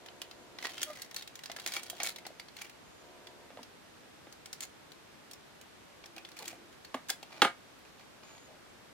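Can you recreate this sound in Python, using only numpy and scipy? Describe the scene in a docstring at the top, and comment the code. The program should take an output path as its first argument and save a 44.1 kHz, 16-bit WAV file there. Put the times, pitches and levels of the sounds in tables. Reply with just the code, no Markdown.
"""A small, quiet room, with a camera's stereo microphone close to a steel tape measure.
The thin blade is drawn out along a carbon fishing rod: it crackles as it buckles, scrapes as it
sticks and slips, squeaks once and slides back. A little further off, the plastic case knocks and
rocks as it is set down on a wooden table. Fingers rub the case and the rod, and the lens motor
buzzes faintly over the room's hush."""
import sys
import numpy as np
from scipy import signal
from scipy.fft import rfft, irfft, next_fast_len
from scipy.io import wavfile
from scipy.ndimage import uniform_filter1d

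SR = 44100
rng = np.random.default_rng(int(sys.argv[2]) if len(sys.argv) > 2 else 0)


def master_out(mix):
    """Clip the mix to full scale and print it as 16-bit PCM to the path in sys.argv[1]."""
    frames = np.transpose(np.atleast_2d(mix))
    ceiling = np.clip(frames, -1, 1)
    pcm = np.round(ceiling * 32767).astype(np.int16)
    wavfile.write(sys.argv[1], SR, pcm)


N = 393795

# Room tone, alike (mid) and opposite (side) at the microphone's two ports.
# Each row: frequency in Hz, relative level in dB.
HUSH_MID_SPECTRUM = [(15, -48), (25, -18), (64, -5.5), (324, -1), (361, -2.5), (691, -4.5), (905, -6),
                     (1010, -6.5), (1640, -7.5), (1780, -8.5), (4330, -15), (6140, -18.5), (13800, -27),
                     (15800, -45)]
HUSH_SIDE_SPECTRUM = [(15, -50), (25, -13), (152, -1), (403, 0.5), (1150, -5.5), (1430, -7.5), (2660, -9.5),
                      (3130, -10.5), (3390, -9.5), (13800, -25), (15800, -36)]
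# The microphone's colour. Each row: frequency in Hz, left minus right in dB.
MIC_BALANCE = [(100, 1), (500, 0.5), (1200, -1), (2200, -1.6), (4000, 0), (8000, 1), (14000, -0.5)]
# The room's ring. Each row: band centre in Hz, relative level in dB, t60 in seconds.
ROOM_BANDS = [(150, 1.5, 0.19), (404, 1.5, 0.1), (1000, -3, 0.17), (2000, 1, 0.16), (4100, -3, 0.16),
              (12000, -7.5, 0.19)]
# The lens focuses. Each row: start and end in seconds, buzz gain and whine gain in dB.
FOCUS_RUNS = [(0, 0.85, -1, -4), (1.526, 2.28, -2, -20), (2.83, 3.08, -25, -2), (3.0, 3.476, 0, -20),
              (8.227, 8.483, -17, 4.5)]
# The motor's buzz. Each row: harmonic number, level in dB before the run's gain.
BUZZ_HARMONICS = [(5, -66.5), (6, -72), (7, -69.5), (8, -70), (9, -68), (10, -68), (13, -70), (14, -72.5)]
# Skin on the case. Each row: start and end in seconds, resonance and its width in Hz, level in dB.
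CASE_RUBS = [(0.352, 0.955, 310, 120, -64.5), (3.496, 3.648, 262, 70, -63.5), (6.05, 6.754, 326, 61, -64.5),
             (6.389, 6.446, 455, 80, -50), (6.383, 6.45, 890, 300, -51), (8.461, 8.567, 620, 300, -58)]
# The case's weight lands on the table. Each row: start in seconds, level in dB.
TABLE_THUDS = [(6.946, -29), (7.42, -33), (7.454, -36.5)]
# The case knocks on the table or in the hand. Each row: start in seconds, force in dB,
# contact cut-off in Hz, hollow note in Hz, change of force per rock in dB.
CASE_KNOCKS = [(0.6481, -25.5, 1900, 1850, -4.5), (1.4981, -28.5, 1400, 696, -18),
               (1.6625, -32, 1100, 710, -9), (1.766, -29, 1200, 1370, -7), (1.931, -34.5, 700, 710, -18),
               (2.003, -27.5, 1500, 700, -18), (2.035, -29.5, 1300, 670, -14),
               (2.266, -31.5, 1100, 780, -19), (2.304, -37, 700, 610, -14), (3.504, -33.5, 2200, 560, -18),
               (3.573, -29, 2200, 600, -13), (3.590, -34, 1100, 955, -4), (4.270, -36.5, 1900, 567, -4),
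               (6.172, -34.5, 1410, 765, -14), (6.42, -35, 1300, 890, -3), (6.530, -34.5, 1400, 700, -19),
               (6.9434, -16.5, 2000, 1132, -3.5), (7.1055, -28.5, 1500, 765, -10),
               (7.2298, -33.5, 1190, 830, -14), (7.4190, 0.5, 4160, 1450, -4),
               (7.449, -7.5, 2300, 1410, -3)]
# The case and table top ring. Each row: frequency in Hz, relative level in dB, t60 in seconds.
TABLE_MODES = [(270, -18.5, 0.095), (288, -33, 0.094), (541, -15, 0.22), (718, -40, 0.45),
               (700, -9.5, 0.17), (760, -22, 0.14), (805, -17, 0.11), (882, -13, 0.055), (1140, -21, 0.14),
               (1224, -23, 0.16), (1430, -31, 0.1), (1334, -29, 0.15), (1560, -33, 0.11),
               (1595, -27.5, 0.21), (1700, -28, 0.11), (1840, -16, 0.15), (2008, -28, .13),
               (2130, -26, 0.15), (2260, -13.5, 0.17), (2700, -12, 0.093), (3290, -27, 0.04),
               (3481, -9, 0.076), (3930, -16, 0.068)]
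# The first crack of a knock. Each row: frequency in Hz, relative level in dB.
CRACK_SPECTRUM = [(40, -83), (150, -51), (300, 7), (700, -5.5), (1500, 8.5), (2300, 1.5), (3400, 6.5),
                  (4500, 1.5), (5600, -1), (9000, 4.5), (15000, -6)]
# Blade, hook and rod guides. Each row: start in seconds, pitch in Hz, level in dB, t60 in seconds.
METAL_PINGS = [(.830, 10200, -49, .12), (1.164, 3780, -45, 0.14), (1.776, 2290, -42, 0.054),
               (2.004, 2280, -31.5, 0.047), (2.046, 2246, -37, 0.1), (2.399, 2260, -36.5, .015),
               (2.619, 2280, -41, .036), (6.181, 2500, -40, 0.032), (6.25, 3500, -44.5, 0.038),
               (7.096, 1630, -29, 0.031), (7.1, 3430, -29.5, .045)]
# The course of the squeak. Each row: time in seconds, pitch in Hz, level in dB.
SQUEAK_PATH = [(.855, 609, -68), (.885, 600, -48), (.915, 602, -42.5), (.94, 580, -79)]
# The blade's resonances. 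Each row: centre and width in Hz, level in dB against its broad response.
BLADE_MODES = [(700, 230, 3), (2130, 76, -8), (2280, 61, -16), (3250, 170, -7), (3780, 63, -4),
               (4330, 280, -6.5), (6600, 1400, -9), (10150, 460, -6), (13500, 750, -22)]
# Soft strokes along the rod: first the rod slides against the case, then fingers stroke it. Each row: start and
# end in seconds, level in dB.
ROD_STROKES = [(7.304, 7.42, -57.5), (7.842, 7.89, -65), (7.983, 8.016, -59), (8.223, 8.38, -63)]
# The blade slides through the case's mouth or along the rod.
# Each row: start and end in seconds, level in dB, relative treble in dB, ring in Hz.
BLADE_SLIDES = [(0.595, 0.82, -53, -7, 3090), (0.868, 1.048, -55.5, -5.5, 2000),
                (0.632, 0.657, -45, -10, 2000), (1.165, 1.206, -52.5, -5, 3770),
                (1.582, 2, -59, -5.5, 3320), (1.676, 1.771, -47.5, -3.5, 2280),
                (1.998, 2.049, -43, -14, 2300), (2.036, 2.097, -43, -1, 4120), (2.558, 2.66, -56, -7, 2340),
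                (4.614, 4.636, -47.5, -2.5, 6840), (6.361, 6.527, -54.5, -5, 2400),
                (7.084, 7.096, -41, 0.5, 3540)]
# The blade flexes. Each row: start and end in seconds.
FLEX_SPANS = [(.9, 2.3), (6.151, 7.2)]
# The blade buckles or ticks against rod and case.
# Each row: start in seconds, level in dB, relative treble in dB, ring of the free length in Hz.
BLADE_CLICKS = [(.0605, -52.5, -6, 3480), (0.0854, -52.5, -22, 3020), (0.217, -42, -6, 2940),
                (0.3119, -49.5, -12, 4280), (0.5863, -45, -15, 1940), (0.6252, -44.5, -9, 2080),
                (.648, -44, -15, 1956), (.6524, -39, -15, 1950), (.668, -48, -16, 2050),
                (0.7795, -44.5, -11, 3200), (0.8168, -41.5, -3.5, 6200), (0.8298, -35, 1, 3330),
                (1.0193, -46, 2.5, 4400), (1.1114, -51, -6, 1890), (1.144, -49, 0, 3600),
                (1.1629, -39.5, -1.5, 4330), (1.2226, -47, -6, 3640), (1.2753, -50.5, -2.5, 3850),
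                (1.3544, -50.5, -2, 6600), (1.391, -52.5, -6, 1920), (1.436, -47.5, -3.5, 3930),
                (1.4577, -45, -6, 4970), (1.498, -46, -18, 2070), (1.5635, -44.5, -4.5, 1700),
                (1.5864, -50.5, -29, 2120), (1.598, -45.5, -5, 3930), (1.662, -36.5, -4.5, 2090),
                (1.674, -41.5, -1.5, 6640), (1.7204, -43, -5, 4930), (1.737, -39.5, -3, 3900),
                (1.7649, -36.5, -8, 2280), (1.8316, -49, -2, 8200), (1.8991, -43.5, 4.5, 3260),
                (2.0011, -41, -14, 2190), (2.0319, -39.5, 3.5, 6600), (2.0706, -40.5, -5, 2280),
                (2.1603, -47, -5.5, 3970), (2.2522, -49, -25, 1950), (2.2658, -46, -2, 4290),
                (2.3969, -46, -9, 4650), (2.484, -54, -15, 4250), (2.5664, -51.5, -4, 4200),
                (2.5873, -53, -12, 2370), (2.6167, -45, -2, 2350), (2.6962, -53, -6, 2440),
                (3.2702, -51.5, -10, 3420), (3.63, -52.5, -6, 5280), (4.325, -56, -1, 4840),
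                (4.4582, -51.5, -5, 8500), (4.529, -44, 0, 4960), (4.606, -47, 0.5, 7800),
                (4.9187, -55, -5.5, 4100), (5.312, -52.5, 2, 4400), (5.3332, -52.5, -1, 5330),
                (5.6127, -56.5, -1, 2500), (6.0394, -53.5, -17, 2310), (6.0584, -53.5, -4, 5470),
                (6.1638, -52.5, -6, 2400), (6.1804, -49, -10, 2310), (6.2488, -49.5, -15, 3550),
                (6.317, -55, -7, 3960), (6.389, -49, 0, 4340), (6.4557, -49.5, -2, 3250),
                (6.4786, -45, -1, 7360), (7.1001, -33.5, 0, 4830), (7.2282, -49.5, -5.5, 3200)]


def undb(db):
    """Decibels to gain."""
    return 10 ** (np.asarray(db) / 20)


def unit(x):
    """Scale to an rms of 1."""
    return x / np.sqrt(np.mean(x ** 2) + 1e-20)


def freqs(size):
    """The frequency of each bin of a real transform."""
    return np.fft.rfftfreq(size, 1 / SR) + 1e-3


def contour(points, hz):
    """Gain of a (Hz, dB) outline on a log axis."""
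    at, db = np.transpose(points)
    return undb(np.interp(np.log(hz), np.log(at), db))


def bump(hz, centre_hz, width_hz):
    """Gain of one resonance, 1 at its centre."""
    return 1 / (1 + ((hz - centre_hz) / (width_hz / 2)) ** 2)


def mode(t, hz, t60):
    """One struck resonance dying away."""
    return np.sin(2 * np.pi * hz * t) * np.exp(-np.log(1000) * t / t60)


def shape(x, gain_at):
    """Filter by a gain that is a function of frequency."""
    size = next_fast_len(x.shape[-1] + 512)
    return irfft(rfft(x, size) * gain_at(freqs(size)), size)[..., :x.shape[-1]]


def causal(gain):
    """The promptest (minimum-phase) impulse response with these bin gains."""
    cepstrum = irfft(np.log(gain + 1e-6))
    half = len(cepstrum) // 2
    cepstrum[1:half] *= 2
    cepstrum[half + 1:] = 0
    return irfft(np.exp(rfft(cepstrum)))


def add(track, start, sound):
    """Mix a sound in at a start time in seconds."""
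    i = max(int(start * SR), 0)
    part = sound[..., :max(N - i, 0)]
    track[..., i:i + part.shape[-1]] += part


def ports(mid, side):
    """The microphone's left and right from mid and side."""
    return np.array([mid + side, mid - side])


def hush(mid_db=-58.5, side_db=-59):
    """Steady air in the room and microphone hiss."""
    mid = unit(shape(rng.standard_normal(N), lambda hz: contour(HUSH_MID_SPECTRUM, hz)))
    side = unit(shape(rng.standard_normal(N), lambda hz: contour(HUSH_SIDE_SPECTRUM, hz)))
    return ports(undb(mid_db) * mid, undb(side_db) * side)


def room(direct, wet_db, first_s, build_s=0.0067):
    """Near walls answer after a few milliseconds; the low bands return alike to both ports."""
    t = np.arange(SR // 3) / SR
    centres, echo = np.log([row[0] for row in ROOM_BANDS]), 0
    for band, (hz, db, t60) in zip(np.eye(len(ROOM_BANDS)), ROOM_BANDS):
        noise = rng.standard_normal((2, len(t)))
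        mid, side = shape(noise, lambda f: np.sqrt(np.interp(np.log(f), centres, band)))
        decay = np.exp(-np.log(1000) * t / t60)
        echo = echo + undb(db) * ports(mid, side * hz / np.hypot(hz, 1700)) * decay
    echo = echo * np.clip((t - first_s) / build_s, 0, 1) / np.sqrt(SR / 100)
    return direct + undb(wet_db) * signal.fftconvolve(direct.mean(axis=0)[None], echo, axes=1)[:, :N]


def lens_motor(motor_hz=71.6, whine_hz=6760, whine_width_hz=240, whine_db=-70, ramp_s=0.02):
    """Focusing, right by the microphone: a low buzz when slow and a thin whine when fast."""
    t = np.arange(N) / SR
    drift = unit(uniform_filter1d(rng.standard_normal(N), SR // 20))
    turns = np.cumsum(motor_hz * (1 + 0.0064 * drift)) / SR
    buzz = sum(np.sqrt(2) * undb(db) * np.sin(2 * np.pi * (k * turns + rng.random()))
               for k, db in BUZZ_HARMONICS)
    whine = unit(shape(rng.standard_normal(N), lambda hz: bump(hz, whine_hz, whine_width_hz)))
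    out = np.zeros(N)
    for start, end, buzz_gain_db, whine_gain_db in FOCUS_RUNS:
        running = np.clip(np.minimum(t - start, end - t) / ramp_s, 0, 1)
        out += running * (undb(buzz_gain_db) * buzz + undb(whine_db + whine_gain_db) * whine)
    return out


def case_rubs(ramp_s=0.035):
    """Each soft rub of skin wakes one low resonance of the hollow case."""
    out = np.zeros(N)
    for start, end, centre_hz, width_hz, db in CASE_RUBS:
        t = np.arange(int((end - start) * SR)) / SR
        drag = unit(shape(rng.standard_normal(len(t)), lambda hz: bump(hz, centre_hz, width_hz)))
        fade = np.minimum(np.minimum(t, t[-1] - t) / ramp_s, 1)
        add(out, start, undb(db) * drag * fade)
    return out


def table_thuds(note_hz=262.5, t60=0.072, low_cut_hz=210):
    """The table top gives under the case with one short, low note and little deep bass."""
    out, t = np.zeros(N), np.arange(SR // 4) / SR
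    for start, db in TABLE_THUDS:
        add(out, start, undb(db) * mode(t, note_hz, t60))
    return signal.sosfilt(signal.butter(3, low_cut_hz, "high", fs=SR, output="sos"), out)


def rocking_contacts(count=3, gap_s=0.0024, note_ratio=0.54):
    """At each knock the case rocks from corner to corner, each contact weaker and lower."""
    for start, db, contact_hz, note_hz, rock_db in CASE_KNOCKS:
        note_db = -5 - 3.5 * np.log2(contact_hz / 1000)  # a soft knock is more hollow
        for k in range(count):
            yield start + k * gap_s, db + k * rock_db, contact_hz, note_hz * note_ratio ** k, note_db


def case_knocks(crack_db=10, modes_db=-15, rattle_db=-5, rattle_s=0.013, note_t60=0.024,
                low_cut_hz=200, loose_db=-22, side_db=-14, pan_db=-1.5):
    """A blow gives a crack, the table's modes, a hollow note and a rattle; soft ones are duller."""
    size = 16384
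    out, t, hz = np.zeros((2, N)), np.arange(size) / SR, freqs(size)
    crack = undb(crack_db) * rfft(causal(contour(CRACK_SPECTRUM, hz)))
    # neighbouring modes swing against each other
    modes = rfft(sum((-1) ** k * undb(db + modes_db) * mode(t, mode_hz, t60)
                     for k, (mode_hz, db, t60) in enumerate(TABLE_MODES)))
    low = 1j * hz / low_cut_hz
    radiation = low ** 2 / (1 + low + low ** 2)  # a small body moves little air in the bass
    rattle_fade = np.exp(-t / rattle_s) / np.sqrt(rattle_s * SR / 2)
    for start, db, contact_hz, note_hz, note_db in rocking_contacts():
        rattle = rfft(rng.standard_normal((2, size)) * rattle_fade)
        softening = 1 / (1 + 1j * np.sqrt(2) * hz / contact_hz - (hz / contact_hz) ** 2)
        note = rfft(undb(note_db) * mode(t, note_hz, note_t60))
        mid = modes + crack * (1 + undb(rattle_db) * rattle[0])
        side = undb(side_db) * crack * rattle[1]
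        loose_parts = undb(loose_db) * crack * rattle  # bright however soft the blow
        blow = note + softening * ports(mid, side) + loose_parts
        add(out, start, undb(db) * irfft(radiation * blow))
    return out * undb(np.array([[pan_db], [-pan_db]]) / 2)  # a little right of the microphone


def metal_pings():
    """The blade, its hook and the rod's metal guides ring briefly, one note to a ping."""
    out, t = np.zeros(N), np.arange(SR // 4) / SR
    for start, hz, db, t60 in METAL_PINGS:
        add(out, start, undb(db) * mode(t, hz, t60))
    return out


def blade_squeak(octave_db=-6, waver=0.018, rough_db=4):
    """For a moment the blade's slips in the mouth of the case lock into a tone."""
    times, hz, db = np.transpose(SQUEAK_PATH)
    t = np.arange(N) / SR
    slip = unit(uniform_filter1d(rng.standard_normal(N), SR // 150))  # the grip is never quite even
    phase = 2 * np.pi * np.cumsum(np.interp(t, times, hz) * (1 + waver * slip)) / SR
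    level = undb(np.interp(t, times, db, left=-150, right=-150) + rough_db * slip)
    return level * (np.sin(phase) + undb(octave_db) * np.sin(2 * phase))


def blade_body_db(treble_db, ring_hz):
    """Level of the blade's low body: more for a dull touch and a long free length."""
    return -9.5 - 0.25 * treble_db - 3 * np.log2(ring_hz / 1000)


def blade_ring(slips, body_db, treble_db, ring_hz, free_db=3, lowest_mode_hz=22, ripple_db=3):
    """Two streams of tiny slips ring the blade; its treble reaches the two ports unevenly."""
    hz = freqs(1024)
    ring = 1 + sum(undb(db) * bump(hz, centre, width) for centre, width, db in BLADE_MODES)
    ring += undb(free_db) * bump(hz, ring_hz, 60 + 0.17 * ring_hz)  # the grip sets which length rings
    # bending modes lie at the squares of whole numbers
    mode_number = np.round(np.sqrt(ring_hz / lowest_mode_hz)) * np.sqrt(hz / ring_hz)
    ripple = undb(ripple_db * np.cos(2 * np.pi * mode_number))
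    tilt = contour([(60, body_db - 31), (300, body_db), (1000, body_db + 7), (1800, 0.47),
                    (5000, -0.79), (7500, treble_db - 0.5), (15000, treble_db - 6)], hz)
    gain = ring * ripple * tilt
    main_band = (hz > 1500) & (hz < 6000)
    gain /= np.sqrt(np.mean(gain ** 2 * main_band))
    spread = 0.8 * hz / np.hypot(hz, 2000)
    mid = signal.fftconvolve(slips[0], causal(gain))
    side = signal.fftconvolve(slips[1], causal(gain * spread))
    return ports(mid, side)


def push(friction, start, end, attack_s=0.0077, release_s=0.013):
    """The friction of one push: it takes hold, runs evenly and lets go."""
    i = np.arange(int(start * SR), min(int((end + 5 * release_s) * SR), N))
    t = i / SR
    press = np.clip((t - start) / attack_s, 0, 1) * np.exp(-np.maximum(t - end, 0) / release_s)
    return unit(friction[:, i]) * press


def slides_and_strokes(slips_per_s=300, slip_db=2, slip_s=0.0012, extra_body_db=3):
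    """Blade and fingers stick and slip: a dense run of unequal slips over a smooth hiss."""
    out = np.zeros((2, N))
    slipping = rng.random(N) < slips_per_s / SR
    slips = slipping * undb(slip_db * np.minimum(rng.exponential(size=N), 4))
    grip = 0.4 + signal.lfilter([1], [1, -np.exp(-1 / (slip_s * SR))], slips)
    friction = grip * rng.standard_normal((2, N))
    for start, end, db, treble_db, ring_hz in BLADE_SLIDES:
        body_db = blade_body_db(treble_db, ring_hz) + extra_body_db
        scrape = blade_ring(push(friction, start, end), body_db, treble_db, ring_hz)
        add(out, start, undb(db) * scrape)
    for start, end, db in ROD_STROKES:
        stroke = blade_ring(push(friction, start, end), body_db=0, treble_db=-13, ring_hz=2400)
        add(out, start, undb(db) * stroke)
    return out


def flex_ticks(gap_s=0.1, db=-61.5, treble_db=-6, ring_hz=3430, scatter_db=9.5, scatter_octaves=0.48):
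    """Faint buckles at chance moments while the blade flexes, as rows like those of BLADE_CLICKS."""
    rows = []
    for time, end in FLEX_SPANS:
        for gap, size, pitch in rng.standard_normal((40, 3)):
            time += gap_s * np.exp(gap / 2)
            if time < end:
                tick_hz = ring_hz * 2 ** (scatter_octaves * pitch)
                rows.append((time, db + scatter_db * size, treble_db, tick_hz))
    return rows


def blade_clicks(rise_s=0.00019, snap_s=0.0042, tail_s=0.02, tail_db=-19, grain_db=3):
    """Each buckle is a snap of a few milliseconds that runs up and down the blade and dies."""
    out, t = np.zeros((2, N)), np.arange(SR // 16) / SR
    fade = (np.exp(-t / snap_s) + undb(tail_db) * np.exp(-t / tail_s)) * (1 - np.exp(-t / rise_s))
    noises = rng.standard_normal((128, 3, len(t)))  # mid, side and grain for each snap
    for (start, db, treble_db, ring_hz), noise in zip(BLADE_CLICKS + flex_ticks(), noises):
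        snap = noise[:2] * fade * undb(grain_db * noise[2])
        snap *= np.sqrt(0.011 * SR / np.sum(snap ** 2, axis=1, keepdims=True))  # equal energy
        click = blade_ring(snap, blade_body_db(treble_db, ring_hz), treble_db, ring_hz)
        add(out, start, undb(db) * click)
    return out


def scene():
    """The blade is close to the microphone; the case lands further off and wakes more of the room."""
    handling = blade_clicks() + slides_and_strokes() + blade_squeak() + metal_pings() + case_rubs()
    near = room(handling, wet_db=-8.5, first_s=0.0087)
    far = room(case_knocks() + table_thuds(), wet_db=-5.5, first_s=0.016)
    return near + far + lens_motor() + hush()


def record(dry, lag_s=0.00005, top_hz=15850):
    """The ports differ in colour and the right hears later; the camera rounds peaks and cuts the top."""
    left = shape(dry[0], lambda hz: np.sqrt(contour(MIC_BALANCE, hz)))
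    right = shape(dry[1], lambda hz: np.exp(-2j * np.pi * hz * lag_s) / np.sqrt(contour(MIC_BALANCE, hz)))
    top_cut = signal.ellip(8, 0.2, 70, top_hz, fs=SR, output="sos")
    return signal.sosfilt(top_cut, np.tanh([left, right]))


dry = scene()
out = record(dry)
master_out(out)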